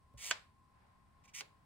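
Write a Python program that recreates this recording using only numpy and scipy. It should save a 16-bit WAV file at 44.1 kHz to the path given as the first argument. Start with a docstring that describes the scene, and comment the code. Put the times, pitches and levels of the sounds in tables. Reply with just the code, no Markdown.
"""On a table in a small room, a finger slides two wooden blocks across a puzzle tray near two
microphone ports. Each block scrapes by stick-slip friction, countless tiny slips, and stops with a
clack as the impact excites its damped modes: the long one on the frame, the small one on a neighbour.
The room reverberates; beneath it all lie the noise of its air, a faint fan whine and a hand's rustle."""
import sys
import numpy as np
from scipy import signal
from scipy.fft import rfft, irfft, next_fast_len
from scipy.io import wavfile
from scipy.ndimage import map_coordinates

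SR = 44100
rng = np.random.default_rng(int(sys.argv[2]) if len(sys.argv) > 2 else 0)


def put_to_file(sound):
    """Save the sound as 16-bit audio at rate SR, in the file named by the first command-line argument."""
    columns = np.atleast_2d(sound).T  # one column per channel
    safe = np.clip(columns, -1, 1)
    whole_steps = np.round(safe * 32767)
    wavfile.write(sys.argv[1], SR, whole_steps.astype(np.int16))


N = 72765

# spectra of the room air and the hand's rustle (frequency [Hz], relative level [dB])
AIR_SPECTRUM = [(20, -5), (45, 1.5), (70, 6), (120, 4), (200, -1), (300, -8), (550, -16.5), (800, -17),
                (1100, -20), (1400, -21), (2200, -23.5), (3000, -27), (5000, -27.5), (6500, -33),
                (8500, -27.5), (15000, -41.5)]
RUSTLE_SPECTRUM = [(200, -12.5), (800, 10), (2000, 1.5), (3000, -8.5), (5000, -14.5), (8000, -33.5),
                   (15000, -31)]
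# likeness of the air noise at left and right (frequency [Hz], coherence [1])
AIR_COHERENCE = [(50, 1), (150, .7), (400, .3), (1500, .3), (8000, .3)]
# partials of the fan (frequency [Hz], level [dB])
FAN_PARTIALS = [(812, -90), (1023, -79), (1070, -78.5), (1123, -99)]
# course of the rustle as the hand moves (time [s], level [dB])
RUSTLE_ENVELOPE = [(0, -81), (.62, -82), (.82, -71.5), (1.05, -77.5), (1.25, -75), (1.65, -76.5)]
# modes of table, tray and both blocks (frequency [Hz], level [dB], decay time T60 [s])
TABLE_MODES = [(59.45, -49, .16), (119, -47.5, 0.13), (174, -58.5, .06)]
TRAY_MODES = [(197.4, -58.5, 0.035), (577.6, -63.5, 0.066)]
LONG_MODES = [(646, -13.5, 0.021), (999, -11, .012), (1545, -5, 0.019), (2110, -5, .01), (2710, -5, 0.0069),
              (3421, -12.5, 0.03), (4610, -10, .014), (5600, -7.5, 0.0021), (6800, -1, 0.0037),
              (8000, -8, 0.0054)]
SMALL_MODES = [(400, -32, .035), (602, -28, 0.045), (1155, -20, 0.023), (2370, -5, 0.0082),
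               (2990, -1, 0.0075), (4450, -3, 0.0078), (5760, -4.5, 0.0027)]
# pushes: one for the long block, two nudges and a slide for the small one
# (start [s], end [s], level [dB], rise time [s], depth of the rise [dB])
LONG_PUSHES = [(.174, .311, -45.5, 0.071, 11.5)]
SMALL_PUSHES = [(1.236, 1.259, -65, 0.016, 5.5), (1.276, 1.299, -65, 0.005, 3.4),
                (1.334, 1.408, -48, 0.015, 15)]
# friction spectra of the sliding faces (frequency [Hz], relative level [dB])
LONG_GRAIN = [(100, -31.5), (400, -22), (600, -12), (1000, -9.5), (1550, -13.5), (2100, -0.5), (3200, -2),
              (4200, -5), (5700, 0), (6700, 2.5), (7800, -2), (9500, -3.5), (12000, -7), (15500, -12.5)]
SMALL_GRAIN = [(100, -26), (500, -36), (1000, -11.5), (1600, -15.5), (2000, 1.5), (2400, 3.5), (3100, -1),
               (4200, -9), (5900, 6.5), (7200, 0), (9000, -6.5), (11000, -5.5), (15500, -16)]
# contacts: long block on the frame (lead-in, two corners, rebound), small block on its neighbour
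# (time [s], level [dB], low-pass cutoff [Hz])
LONG_CONTACTS = [(.3078, -37.5, 6000), (.3096, -42, 4000), (.3107, -20.5, 3840), (.3114, -20, 13000),
                 (.3199, -30, 3500)]
SMALL_CONTACTS = [(1.4058, -46.5, 9000), (1.4084, -33.5, 8900)]
# impact spectra, shared by rattle and snap (frequency [Hz], relative level [dB])
LONG_IMPACT_SPECTRUM = [(60, -21.5), (170, -4), (260, -11.5), (370, -8.5), (550, -7.5), (1000, -0.5),
                        (1550, 0.5), (2400, 0.5), (3300, -1.5), (4300, -6.5), (5700, 3), (7500, -4),
                        (10000, -14), (15000, -27.5)]
SMALL_IMPACT_SPECTRUM = [(100, -21), (380, 7), (750, -2), (1500, -2.5), (2400, 0), (3500, -6), (4700, -4.5),
                         (6500, -18), (10000, -8.5), (15000, -22)]
# phase between the ports (frequency [Hz], lead of the left [rad])
PORT_PHASE = [(0, 0), (600, -1), (1000, -.8), (2100, .45), (3400, .3), (4500, 1.8), (5600, 3.45),
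              (7800, 5.55), (9200, 6.7), (10700, 8.6), (12500, 9.9), (14500, 12.2), (15750, 13)]
# balance between the ports (frequency [Hz], left minus right [dB])
PORT_BALANCE = [(500, 1), (1000, -3.5), (1500, -1.5), (2100, -11), (2800, -9), (3400, -6), (4400, -2),
                (5500, 0)]
# reverberation time (frequency [Hz], T60 [s])
ROOM_T60 = [(150, .35), (1000, .32), (4500, 0.29), (6500, .23), (14000, 0.46)]
# colour of the reflections (frequency [Hz], gain [dB])
ROOM_SPECTRUM = [(100, 2), (400, 5), (1000, 2.5), (1600, 2.5), (3000, 0), (4400, 4.5), (5900, -8.5),
                 (7500, -1.5), (9500, -9), (14000, -14)]

RING_SAMPLES = int(.25 * SR)  # length of an impulse response
RING_TIME = np.arange(RING_SAMPLES) / SR


def amp(db):
    """Amplitude ratio of a level in decibels."""
    return 10 ** (np.asarray(db) / 20)


def unit_rms(x):
    """Normalisation to rms 1."""
    return x / np.sqrt(np.mean(x ** 2) + 1e-20)


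def along(points, hz):
    """Interpolation of (frequency, value) points on a logarithmic frequency axis."""
    knots_hz, values = np.transpose(points)
    return np.interp(np.log(hz + 1), np.log(knots_hz + 1), values)


def since(start_s):
    """Seconds elapsed since start_s, zero before."""
    return np.maximum(np.arange(N) / SR - start_s, 0)


def placed(x, start_s):
    """A short sound delayed to start_s in the scene."""
    out, i = np.zeros(x.shape[:-1] + (N,)), round(start_s * SR)
    out[..., i:i + x.shape[-1]] = x[..., :N - i]
    return out


def wobble(knots_per_s):
    """Smooth random modulation: a spline through Gaussian values."""
    knots = rng.standard_normal(int(N * knots_per_s / SR) + 4)
    return map_coordinates(knots, [np.arange(N) * knots_per_s / SR])


def filtered(x, response):
    """Linear filtering: the spectrum of x times a complex frequency response."""
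    n = x.shape[-1]
    padded = next_fast_len(n + 2048, True)
    return irfft(rfft(x, padded) * response(np.fft.rfftfreq(padded, 1 / SR)), padded)[..., :n]


def coloured(x, spectrum):
    """Spectral shaping by (frequency [Hz], level [dB]) points, at rms 1."""
    return unit_rms(filtered(x, lambda hz: amp(along(spectrum, hz))))


def low_pass(ratio):
    """Two-pole Butterworth response; ratio is frequency over cutoff."""
    return 1 / (1 + np.sqrt(2) * 1j * ratio - ratio ** 2)


def ring(modes):
    """Modal superposition: a blow leaves damped sinusoids, here of alternating sign."""
    return sum((-1) ** k * amp(db - 60 * RING_TIME / t60) * np.sin(2 * np.pi * hz * RING_TIME)
               for k, (hz, db, t60) in enumerate(modes))


def room_air(level_db=-70):
    """Partially coherent noise: the two channels are most alike at long wavelengths."""
    def response(hz):
        angle = np.arccos(np.clip(along(AIR_COHERENCE, hz), -1, 1)) / 2
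        return amp(along(AIR_SPECTRUM, hz)) * [np.cos(angle), np.sin(angle)]
    mid, side = filtered(rng.standard_normal((2, N)), response)
    return amp(level_db) * unit_rms(np.array([mid + side, mid - side]))


def fan_whine(waver_depth=.64, drift_hz=2.2):
    """Modulated tones: the partials drift together, and each wavers in amplitude and phase."""
    out = np.zeros((2, N))
    drift = drift_hz * wobble(20)
    for hz, db in FAN_PARTIALS:
        waver = 1 + waver_depth * (wobble(26) + 1j * np.array([wobble(22), wobble(22)]))
        carrier = np.exp(2j * np.pi * np.cumsum(hz + drift) / SR)
        out += np.sqrt(2) * amp(db) * np.real(waver * carrier)
    return out


def hand_rustle():
    """Amplitude-modulated noise: a soft rustle swells and fades as the hand moves."""
    level_db = np.interp(since(0), *np.transpose(RUSTLE_ENVELOPE))
    return coloured(rng.standard_normal((2, N)), RUSTLE_SPECTRUM) * amp(level_db)


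def fingertip_touch(tick_s=.1385, tick_db=-68, tick_t60_s=.008, land_s=.1415, rise_s=.014):
    """Soft impact: a block ticks as it shifts under the fingertip; tray and table ring in their modes."""
    tick = coloured(rng.standard_normal(RING_SAMPLES),
                    [(500, -11.5), (4000, -12), (10500, -6.5), (15000, -10)])
    tick *= amp(tick_db - 60 * RING_TIME / tick_t60_s)
    thud = ring(TABLE_MODES) * (1 - np.exp(-RING_TIME / rise_s)) - ring(TRAY_MODES)
    return placed(tick, tick_s) + placed(thud, land_s)


def scrape(pushes, grain, slips_per_s=9000, scatter_db=1.5, judder_db=-.45,
           break_loose_s=.0011, stop_s=.0063, treble_hz=6000, treble_exponent=.35):
    """Stick-slip friction: dense tiny slips, louder and brighter as the block gathers speed."""
    slips = (rng.random(N) < slips_per_s / SR) * rng.standard_normal(N)
    slips *= amp(scatter_db * rng.standard_normal(N).clip(-2, 2))
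    speed = np.zeros(N)
    for start, end, db, rise_s, depth_db in pushes:
        t = since(start)
        ramp = amp(db - depth_db * np.maximum(1 - t / rise_s, 0))
        speed += ramp * (1 - np.exp(-t / break_loose_s)) * np.exp(-since(end) / stop_s)
    rub = coloured(slips, grain)
    body = filtered(rub, lambda hz: 1 / (1 + (hz / treble_hz) ** 2) ** 2)
    treble = (rub - body) * (speed / speed.max()) ** treble_exponent
    return (body + treble) * speed * amp(judder_db * wobble(160))


def clack(contacts, modes, spectrum, rattle_db=-12, rattle_t60_s=.0277, bass_hz=483.3):
    """Impact excitation: each contact rings the block, jostles its neighbours and snaps into the room."""
    def radiation(hz):  # a small body radiates long wavelengths poorly
        return low_pass(hz / bass_hz) * -(hz / bass_hz) ** 2
    out, wood = np.zeros((2, N)), ring(modes)
    rattle_decay = amp(rattle_db - 60 * RING_TIME / rattle_t60_s)
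    for time_s, db, cutoff_hz in contacts:
        rattle = coloured(rng.standard_normal(RING_SAMPLES), spectrum) * rattle_decay
        blow = rattle - wood
        snap = coloured(signal.unit_impulse(RING_SAMPLES, SR // 1000), spectrum) * blow.std()
        # each contact has its own cutoff, so it sounds dull or bright
        heard = filtered(ports(blow) + room(snap), lambda hz: low_pass(hz / cutoff_hz) * radiation(hz))
        out += amp(db) * placed(heard, time_s)
    return out


def ports(x):
    """Direct sound: it reaches the two ports with a phase and level that depend on frequency."""
    def response(hz):
        phase = np.interp(hz, *np.transpose(PORT_PHASE))
        left = np.exp(.5j * phase) * amp(along(PORT_BALANCE, hz) / 2)
        return np.array([left, 1 / left])
    return filtered(x, response)


def room(x, tail_db=-11, tail_rise_s=.008, early_db=-5, early_rise_s=.001, early_t60_s=.06):
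    """Reverberation by convolution: early scatter from table and hands, then a decaying diffuse tail."""
    hz, frame_s, noise = signal.stft(rng.standard_normal((2, RING_SAMPLES)), SR, nperseg=256)
    decay = amp(-60 * frame_s / along(ROOM_T60, hz)[:, None])
    tail = signal.istft(noise * decay, SR, nperseg=256)[1]
    t = np.arange(tail.shape[1]) / SR
    tail *= 1 - np.exp(-t / tail_rise_s)
    early = rng.standard_normal(tail.shape) * amp(-60 * t / early_t60_s)
    early *= 1 - np.exp(-t / early_rise_s)
    tail *= amp(tail_db) / np.linalg.norm(tail[0])
    early *= amp(early_db) / np.linalg.norm(early[0])
    impulse_response = filtered(tail + early, lambda hz: amp(along(ROOM_SPECTRUM, hz)))
    return signal.fftconvolve(x[None], impulse_response, axes=1)[:, :len(x)]


def scene(lean_db=.77):
    """Superposition: direct and reflected sound of the blocks over a background that leans left."""
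    slides = scrape(LONG_PUSHES, LONG_GRAIN) + scrape(SMALL_PUSHES, SMALL_GRAIN) + fingertip_touch()
    clacks = clack(LONG_CONTACTS, LONG_MODES, LONG_IMPACT_SPECTRUM)
    clacks += clack(SMALL_CONTACTS, SMALL_MODES, SMALL_IMPACT_SPECTRUM)
    blocks = ports(slides) + room(slides) + clacks
    background = room_air() + fan_whine() + hand_rustle()
    return blocks + background * amp([[lean_db], [-lean_db]])


def record(dry, top_hz=15750):
    """Band limiting: an ideal low-pass removes everything above top_hz."""
    return filtered(dry, lambda hz: hz < top_hz)


dry = scene()
out = record(dry)
put_to_file(out)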